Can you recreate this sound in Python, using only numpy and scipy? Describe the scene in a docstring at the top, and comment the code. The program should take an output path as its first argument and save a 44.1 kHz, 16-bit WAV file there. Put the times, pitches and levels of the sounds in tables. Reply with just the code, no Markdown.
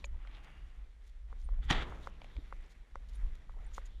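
"""A windsurfing sail flips in a turn: it swishes round, its film shudders and its battens snap through.
The blows excite the damped modes of mast and boom; fittings clack, a hand scrapes and wet gear squeaks.
Dull taps ring the case of the body-worn waterproof camera that hears it all. Beneath lie the rumble
of turbulent wind and the wash of the board, with spitting spray, resonating bubbles and fizzing foam."""
import sys
import numpy as np
from scipy import signal
from scipy.fft import rfft, irfft, next_fast_len
from scipy.io import wavfile
from scipy.ndimage import uniform_filter1d

SR = 44100
rng = np.random.default_rng(int(sys.argv[2]) if len(sys.argv) > 2 else 0)


def generate_wav(signal):
    """Clip the signal to [-1, 1] and save it as 16-bit WAV at the path in sys.argv[1]."""
    frames = np.transpose(np.atleast_2d(signal))
    scaled = np.clip(frames, -1, 1) * 32767
    pcm = np.round(scaled).astype(np.int16)
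    wavfile.write(sys.argv[1], SR, pcm)


N = 176400
T = np.arange(N) / SR


def undb(db):
    """Decibels to amplitude ratio."""
    return 10 ** (np.asarray(db) / 20)


def unit(x):
    """Normalisation to rms 1."""
    return x / np.sqrt(np.mean(x ** 2))


def curve(rows):
    """Gain envelope, linear in decibels between (time, level) points."""
    return undb(np.interp(T, *np.array(rows).T))


def colour(x, points):
    """Minimum-phase filter through (frequency, gain) points; it keeps the power of white noise."""
    size = next_fast_len(N + SR // 4, real=True) // 2 * 2
    hz, db = np.array(points, float).T
    log_hz = np.log(np.maximum(np.fft.rfftfreq(size, 1 / SR), 1))
    bass_cut_db = 20 * np.maximum(np.log(hz[0]) - log_hz, 0)
    gain = undb(np.interp(log_hz, np.log(hz), db) - bass_cut_db)
    cepstrum = irfft(np.log(unit(gain)))
    cepstrum[1:size // 2] *= 2  # folding makes the filter causal
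    cepstrum[size // 2 + 1:] = 0
    return irfft(rfft(x, size) * np.exp(rfft(cepstrum)))[:N]


def band(x, hz, width):
    """Two equal resonators in cascade, output rms 1."""
    b, a = signal.iirpeak(min(hz, SR * .45), hz / width, fs=SR)
    return unit(signal.lfilter(b, a, signal.lfilter(b, a, x)))


def ring(start, hz, t60):
    """Free vibration of one mode: a damped sine."""
    out, live = np.zeros(N), slice(int(start * SR) + 1, int((start + 2 * t60) * SR))
    age = T[live] - start
    out[live] = np.sin(2 * np.pi * hz * age) * np.exp(-np.log(1000) * age / t60)
    return out


def fade(start, tau):
    """Sudden onset, then exponential decay with time constant tau."""
    return (T >= start) * np.exp(-np.minimum(abs(T - start) / tau, 50))


def bell(centre, sigma):
    """Gaussian envelope of standard deviation sigma."""
    out = np.zeros(N)
    live = slice(max(int((centre - 6 * sigma) * SR), 0), int((centre + 6 * sigma) * SR))
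    out[live] = np.exp(-((T[live] - centre) / sigma) ** 2 / 2)
    return out


def wander(per_s):
    """Slow fluctuation: smoothed random steps, rms 1."""
    hold = max(int(SR / per_s), 2)
    steps = np.repeat(rng.standard_normal(N // hold + 1), hold)
    return unit(uniform_filter1d(uniform_filter1d(steps, hold), hold)[:N])


def grains(per_s, spread_db):
    """Shot noise: random impulses of uneven size, rms 1."""
    hits = (rng.random(N) < per_s / SR) * rng.choice([-1, 1], N)
    return unit(hits * undb(spread_db * np.minimum(rng.exponential(size=N), 5)))


def flicker(x, depth_db):
    """Independent amplitude modulation of seven octave bands."""
    octave = np.log2(np.maximum(np.fft.rfftfreq(N, 1 / SR), 1) / 250).clip(0, 6)
    spectrum = rfft(x)
    bands = (irfft(spectrum * np.maximum(1 - abs(octave - k), 0), N) for k in range(7))
    return sum(part * undb(depth_db * wander(29.96)) for part in bands)


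# Gust envelope (time [s], relative level [dB])
GUSTS = [(0.0, -50), (0.15, -37), (0.19, -44.5), (0.31, -46.5), (0.52, -56), (0.63, -46), (0.76, -53),
         (0.78, -43), (0.93, -55), (1.43, -41), (1.54, -31.5), (1.66, -37), (1.8, -34), (1.86, -46),
         (2.35, -52), (2.38, -36.5), (2.47, -51.5), (2.6, -42), (2.7, -60.5), (2.81, -48), (2.87, -68),
         (2.97, -41), (3.0, -49), (3.2, -40.5), (3.24, -30.5), (3.45, -55.5), (3.51, -43.5), (4.0, -45.5)]
# Buffeting spectrum (frequency [Hz], gain [dB])
WIND_SPECTRUM = [(12, -15), (22, 0), (30, 4.5), (42, -2), (54, 0), (66, -15), (80, -24.5), (120, -32.5),
                 (200, -39), (500, -57.5), (3000, -100)]
def wind():
    """Turbulent pressure fluctuations buffet the case with a low rumble."""
    rumble = unit(colour(rng.standard_normal(N), WIND_SPECTRUM))
    running_rms = np.sqrt(uniform_filter1d(rumble ** 2, size=4000))
    return rumble / running_rms * curve(GUSTS) * undb(1)


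# Slosh and wash envelopes (time [s], relative level [dB])
SLOSH_LEVEL = [(0, -62.5), (.14, -73.5), (.3, -72), (.52, -63), (.85, -75.5), (1.1, -85), (1.35, -81.5),
               (1.6, -63.5), (1.92, -57.5), (2.15, -63), (2.55, -66.5), (2.85, -73.5), (3.1, -72),
               (3.25, -65), (3.45, -67), (3.8, -70), (4, -70)]
WASH_LEVEL = [(0, -64.5), (.1, -73), (.6, -71), (.85, -73.5), (1.0, -75), (1.2, -75.5), (1.35, -72.5),
              (1.6, -69.5), (2.05, -74), (2.35, -66.5), (2.55, -68), (2.85, -73), (3.05, -70.5),
              (3.25, -67.5), (3.4, -69), (3.6, -70.5), (3.8, -66), (4, -72.5)]
# Their spectra (frequency [Hz], gain [dB])
SLOSH_SPECTRUM = [(60, -13), (110, 4.5), (180, -0.5), (300, -9), (600, -17.5), (1200, -34), (6000, -71)]
WASH_SPECTRUM = [(150, -19.5), (250, -3), (465, -3), (600, -5.5), (900, -5.5), (1650, -6), (1950, -3.5),
                 (2250, -7), (2800, -12.5), (3500, -11), (5100, -24), (5800, -18.5), (6300, -26.5),
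                 (7000, -22.5), (8200, -32), (9700, -28), (11500, -31), (13200, -35.5), (15500, -48.5)]
def water():
    """Flow noise along the board: a low slosh and a grainy wash, each swelling at random."""
    slosh = colour(rng.standard_normal(N), SLOSH_SPECTRUM) * curve(SLOSH_LEVEL) * undb(wander(20) - 1)
    wash = colour(grains(per_s=6000, spread_db=2.5), WASH_SPECTRUM) * curve(WASH_LEVEL)
    wash *= undb(wander(25.12))
    return slosh + flicker(wash, depth_db=1.5)


def hiss():
    """Stationary broadband noise forms a faint floor."""
    spectrum = [(500, -16.5), (3000, 4), (9000, -4), (15000, -23)]  # (frequency [Hz], gain [dB])
    return undb(-84.5) * colour(rng.standard_normal(N), spectrum)


# Contacts on the boom (time [s], relative level [dB], time constant [s], ring gain [dB])
CONTACTS = [(.0425, -29.5, 0.00093, -3.5), (.0440, -25.5, .0012, -2), (0.273, -38.5, .002, -5),
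            (2.2173, -38.5, 0.0019, -9), (2.244, -39, 0.00207, -8), (2.3657, -41, 0.0019, -9)]
# Contact spectrum (frequency [Hz], gain [dB])
CLACK_SPECTRUM = [(150, -19), (580, 0.5), (900, -0.5), (1700, -14), (2350, 7), (2800, -8), (3400, -7),
                  (4200, -11), (5000, -19.5), (7000, -28), (14000, -48.5)]
# Modes rung by the fittings (frequency [Hz], gain [dB], T60 [s])
CLACK_MODES = [(570, -21.5, 0.082), (2470, -5.5, .016), (2980, -36, 0.28)]
def fittings(click_share=0.4):
    """Hard impacts split their energy between a click and a chatter, and ring the boom tube."""
    force, rings, noise = np.zeros(N), np.zeros(N), rng.standard_normal(N)
    for start, db, tau, ring_db in CONTACTS:
        force += undb(db) * np.sqrt(1 - click_share) * fade(start, tau) * noise
        force[int((start + tau / 2) * SR)] += undb(db) * np.sqrt(click_share * tau * SR / 2)
        rings += sum(undb(db + ring_db + gain) * ring(start, hz, t60) for hz, gain, t60 in CLACK_MODES)
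    return undb(-6.5) * colour(force, CLACK_SPECTRUM) + undb(-6) * rings


# Slips of wet gear (time [s], level [dB], sigma [s], centre frequency [Hz])
SLIPS = [(.055, -56, 0.0048, 6780), (1.452, -73.5, 0.0086, 9100), (3.158, -66, 0.0046, 9460),
         (3.647, -73, .003, 7000), (3.667, -71.5, 0.0043, 8800), (3.745, -57, 0.0055, 6700),
         (3.86, -60.5, .004, 6900)]
def squeaks():
    """Friction between wet surfaces gives brief, high bursts of narrow-band noise."""
    noise = rng.standard_normal(N)
    return sum(undb(db) * bell(time, sigma) * band(noise, hz, width=800) for time, db, sigma, hz in SLIPS)


# Showers of spray (time [s], level [dB], sigma [s])
SHOWERS = [(0.056, -64, 0.0026), (.445, -72.5, 0.0076), (1.07, -78, 0.023), (1.098, -67.5, .001),
           (1.417, -74.5, 0.025), (1.646, -72, 0.0082), (1.915, -72.5, 0.061), (2.051, -69.5, 0.026),
           (2.099, -73, 0.0011), (2.243, -75, 0.0064), (2.713, -72, 0.012), (3.095, -71, 0.0074),
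           (3.152, -69.5, 0.017), (3.355, -64.5, 0.0011), (3.764, -63.5, 0.02), (3.865, -68, 0.0067)]
# Droplet spectrum (frequency [Hz], gain [dB])
SPRAY_SPECTRUM = [(1500, -9.5), (3500, 7), (5000, 0.5), (7000, 2), (8200, -6.5), (9800, -4), (11000, -11.5),
                  (13500, -11.5), (16000, -25)]
def spray():
    """Random droplet impacts add up to short showers of shot noise."""
    envelope = sum(undb(db) * bell(time, sigma) for time, db, sigma in SHOWERS)
    drops = grains(per_s=900, spread_db=3) + rng.standard_normal(N) / 2
    return colour(drops * envelope, SPRAY_SPECTRUM)


# Envelope of the swinging sail (time [s], level [dB])
SWISH_LEVEL = [(.08, -81), (.2, -68), (.35, -61.5), (.42, -66), (.49, -61.5), (.58, -72), (.85, -77.5)]
# Swish spectrum (frequency [Hz], gain [dB])
SWISH_SPECTRUM = [(180, -26), (300, 4.5), (382, -4), (471, -14), (518, -9), (853, 2.5), (970, -7),
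                  (1050, -0.5), (2030, -1.5), (2390, -2), (3510, -9.5), (4330, -26), (14000, -39)]
def sail_swish():
    """The swinging film radiates clicks so dense that they merge into noise."""
    rustle = colour(grains(per_s=6300, spread_db=3), SWISH_SPECTRUM)
    return rustle * curve(SWISH_LEVEL) * undb(1.7 * wander(35)) * (T < SWISH_LEVEL[-1][0])


# Bubble clusters beside the board (time [s], level [dB], sigma [s], centre frequency [Hz])
CLUSTERS = [(.14, -69, 0.024, 553), (1.305, -69, .015, 826), (1.548, -67, 0.019, 910),
            (2.641, -79.5, .06, 5720), (3.218, -72.5, 0.022, 1090), (3.599, -67, 0.053, 1003)]
def gurgles(bubbles_per_s=160, life_cycles=16):
    """Each bubble is a damped oscillator whose pitch rises as it dies away."""
    out, age = np.zeros(N), T[:2000]
    for time, db, sigma, centre_hz in CLUSTERS:
        cluster = np.zeros(N)
        count = max(int(3 * sigma * bubbles_per_s), 2)
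        for offset, pitch, size in rng.standard_normal((40, 3))[:count]:
            cycles = centre_hz * np.exp(.35 * pitch) * age
            chirp = np.sin(2 * np.pi * cycles * (1 + .008 * cycles))
            decay = np.exp(-3 * cycles / life_cycles)
            start = int(np.clip((time + sigma * offset) * SR, 0, N - len(age)))
            cluster[start:start + len(age)] += undb(3 * size) * chirp * decay
        out += undb(db) * unit(cluster) * np.sqrt(2 * sigma * SR / N)
    return out


# Taps on the case (time [s], level [dB], pop frequency [Hz], tick gain [dB])
CASE_TAPS = [(.2510, -47, 1350, -30), (1.3284, -43, 1110, -35), (1.4902, -43.5, 940, -39),
             (1.9240, -36.5, 1040, -36), (2.0730, -29.5, 1110, -24.5), (2.5262, -33, 1120, -44),
             (2.9570, -32.5, 1080, -21), (3.496, -45, 1030, -44), (3.7815, -29.5, 1085, -33)]
# Modes of the case (frequency [Hz], gain [dB], T60 [s])
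SHELL_MODES = [(464, -27, 0.027), (550, -16.5, 0.046), (800, -28, 0.014), (1500, -24, 0.02),
               (2010, -16, 0.014)]
# Tick spectrum (frequency [Hz], gain [dB])
TICK_SPECTRUM = [(2000, 16), (4000, 8.5), (7000, 17.5), (10000, -13.5), (14000, -32.5)]
def case_taps():
    """Impulse response of the camera case: a brief pop, a faint tick and a short ring."""
    out, fizz = np.zeros(N), colour(rng.standard_normal(N), TICK_SPECTRUM)
    for time, db, pop_hz, tick_db in CASE_TAPS:
        pop = np.cos(2 * np.pi * pop_hz * (T - time)) * bell(time, sigma=0.00051)
        tick = undb(tick_db) * fizz * bell(time, sigma=0.00034)
        rings = sum(undb(gain) * ring(time, hz, t60) for hz, gain, t60 in SHELL_MODES)
        out += undb(db) * (pop + tick + rings)
    return out


# Resonances of the boom tube (frequency [Hz], bandwidth [Hz], gain [dB])
TUBE_MODES = [(2830, 160, -5), (4730, 370, -17), (6550, 270, -24), (9470, 400, -23)]
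def boom_slide():
    """Friction of a hand sliding off the boom scrapes and drives the tube's resonances."""
    friction = grains(per_s=2700, spread_db=5.5)
    scrape = band(friction, hz=3300, width=1200) * bell(0.345, sigma=0.032)
    tube = sum(undb(db) * band(friction, hz, width) for hz, width, db in TUBE_MODES)
    return undb(-66) * scrape + undb(-68.5) * tube * bell(0.51, sigma=0.14)


# Envelope of the filling sail (time [s], level [dB])
SHUDDER_LEVEL = [(1.61, -80), (1.631, -56), (1.655, -66.5), (1.68, -60), (1.697, -41.5), (1.703, -32),
                 (1.735, -41), (1.775, -42), (1.825, -46), (1.845, -58), (1.93, -68.5), (2.1, -71)]
# Crackle spectrum (frequency [Hz], gain [dB])
SHUDDER_SPECTRUM = [(60, 0.5), (110, -2.5), (170, -7), (300, -5), (520, -17), (650, -21), (800, -2),
                    (950, -9), (1350, -1), (1650, -3), (1950, 1.5), (2550, -8), (2850, -7.5), (3400, -1.5),
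                    (4000, -13), (4300, -19), (4550, -14.5), (5000, -26.5), (6900, -26.5), (10000, -42),
                    (15000, -56)]
def sail_shudder():
    """The film crackles as it fills: a surge of filtered shot noise."""
    filling = (T > SHUDDER_LEVEL[0][0]) * (T < SHUDDER_LEVEL[-1][0])
    return colour(grains(per_s=4000, spread_db=1) * curve(SHUDDER_LEVEL) * filling, SHUDDER_SPECTRUM)


# Batten blows (time [s], relative level [dB], time constant [s], added treble [dB])
BLOWS = [(1.7000, -12, 0.0015, 1), (1.7035, -15.5, 0.0048, 3), (1.7092, -9.5, 0.0033, 4.5),
         (1.714, -35, 0.0041, -7), (1.7198, -15, 0.0072, -17), (1.7263, -14, 0.006, -26),
         (1.748, -23.5, 0.0056, -7), (1.822, -23, 0.01, -18)]
# Blow spectrum (frequency [Hz], gain [dB])
BLOW_SPECTRUM = [(60, -4), (140, 9), (220, -1), (280, 3.5), (400, 1.5), (540, -6), (800, 0.5), (1400, -0.5),
                 (2600, -7), (3400, -0.5), (4200, -12.5), (7000, -26), (11000, -35.5), (15000, -54)]
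# Modes of mast and boom (frequency [Hz], relative level [dB], T60 [s])
SPAR_MODES = [(105.5, -30, .2), (186, -36, 0.21), (261, -33, 0.17), (335, -31, .14), (724, -34.5, 0.18),
              (807, -33.5, .15), (1285, -36.5, 0.12), (1325, -41, 0.13), (1873, -27, 0.12),
              (1960, -25.5, 0.082), (2212, -31, 0.088), (3410, -26, 0.056), (3530, -26, 0.051),
              (5830, -30.5, 0.031), (6870, -33, 0.025)]
def batten_snap():
    """Snap-through buckling: a run of blows shoves the air and rings the rig; a low thud follows."""
    noise = rng.standard_normal(N)
    treble = signal.sosfilt(signal.butter(2, 2800, "hp", fs=SR, output="sos"), rng.standard_normal(N))
    force = sum(undb(db) * fade(start, tau) * (noise + undb(treble_db) * treble)
                for start, db, tau, treble_db in BLOWS)
    onsets = BLOWS[1][0] + 0.00613 * rng.random(len(SPAR_MODES))  # just after the second blow
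    rings = sum(undb(db) * ring(start, hz, t60) for start, (hz, db, t60) in zip(onsets, SPAR_MODES))
    thud = ring(1.9, hz=59, t60=0.13)
    return undb(-17) * colour(force, BLOW_SPECTRUM) + undb(-4.5) * rings + undb(-34) * thud


# Knocks of sail, hands and board (time [s], level [dB], frequency [Hz], T60 [s])
KNOCKS = [(1.7065, -21.5, 110.8, .04), (1.784, -27.5, 54, 0.099), (2.379, -31.5, 42, .09),
          (2.385, -43, 290, 0.047), (1.9, -45, 330, 0.019), (3.6, -33, 40, .09)]
def bumps():
    """Soft impacts start low, heavily damped vibrations with a rounded attack."""
    return sum(undb(db) * ring(start, hz, t60) * (1 - fade(start, tau=0.14 / hz))
               for start, db, hz, t60 in KNOCKS)


# Spectrum of the sail's belly (frequency [Hz], gain [dB])
BELLY_SPECTRUM = [(60, 7), (130, 2.5), (300, 1.5), (600, -1.5), (1200, -4), (2000, -9.5), (3500, -22.5),
                  (8000, -65), (14000, -59)]
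def sail_belly(t60=1.0):
    """Free decay of a membrane: after the snap the cloth rings away as dull noise."""
    decay = fade(1.71, tau=t60 / np.log(1000))
    return undb(-40) * colour(rng.standard_normal(N) * decay, BELLY_SPECTRUM)


# Foam left by breaking wavelets (time [s], level [dB], sigma [s], centre frequency [Hz])
PATCHES = [(2.04, -65.5, 0.014, 3560), (2.13, -71.5, 0.035, 2780), (2.33, -73.5, 0.099, 3500),
           (2.61, -73.5, 0.14, 2120), (3.264, -76, 0.023, 2800), (3.94, -75.5, 0.078, 3370)]
def foam():
    """Many tiny bursting bubbles sum to patches of band-limited fizz."""
    fizz = grains(per_s=2500, spread_db=1)
    return sum(undb(db) * bell(time, sigma) * band(fizz, hz, width=980)
               for time, db, sigma, hz in PATCHES)


def scene():
    """Superposition in a free field: all sources reach one microphone with no echo."""
    sail = batten_snap() + sail_swish() + sail_shudder() + sail_belly()
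    handling = boom_slide() + fittings() + squeaks() + bumps() + case_taps()
    surroundings = spray() + foam() + gurgles() + wind() + water() + hiss()
    return (sail + handling + surroundings)[None]


def record(dry):
    """Band limiting: the camera's steep low-pass filter cuts the top of the treble."""
    return signal.sosfilt(signal.ellip(8, .2, 70, 15200, fs=SR, output="sos"), dry)


dry = scene()
out = record(dry)
generate_wav(out)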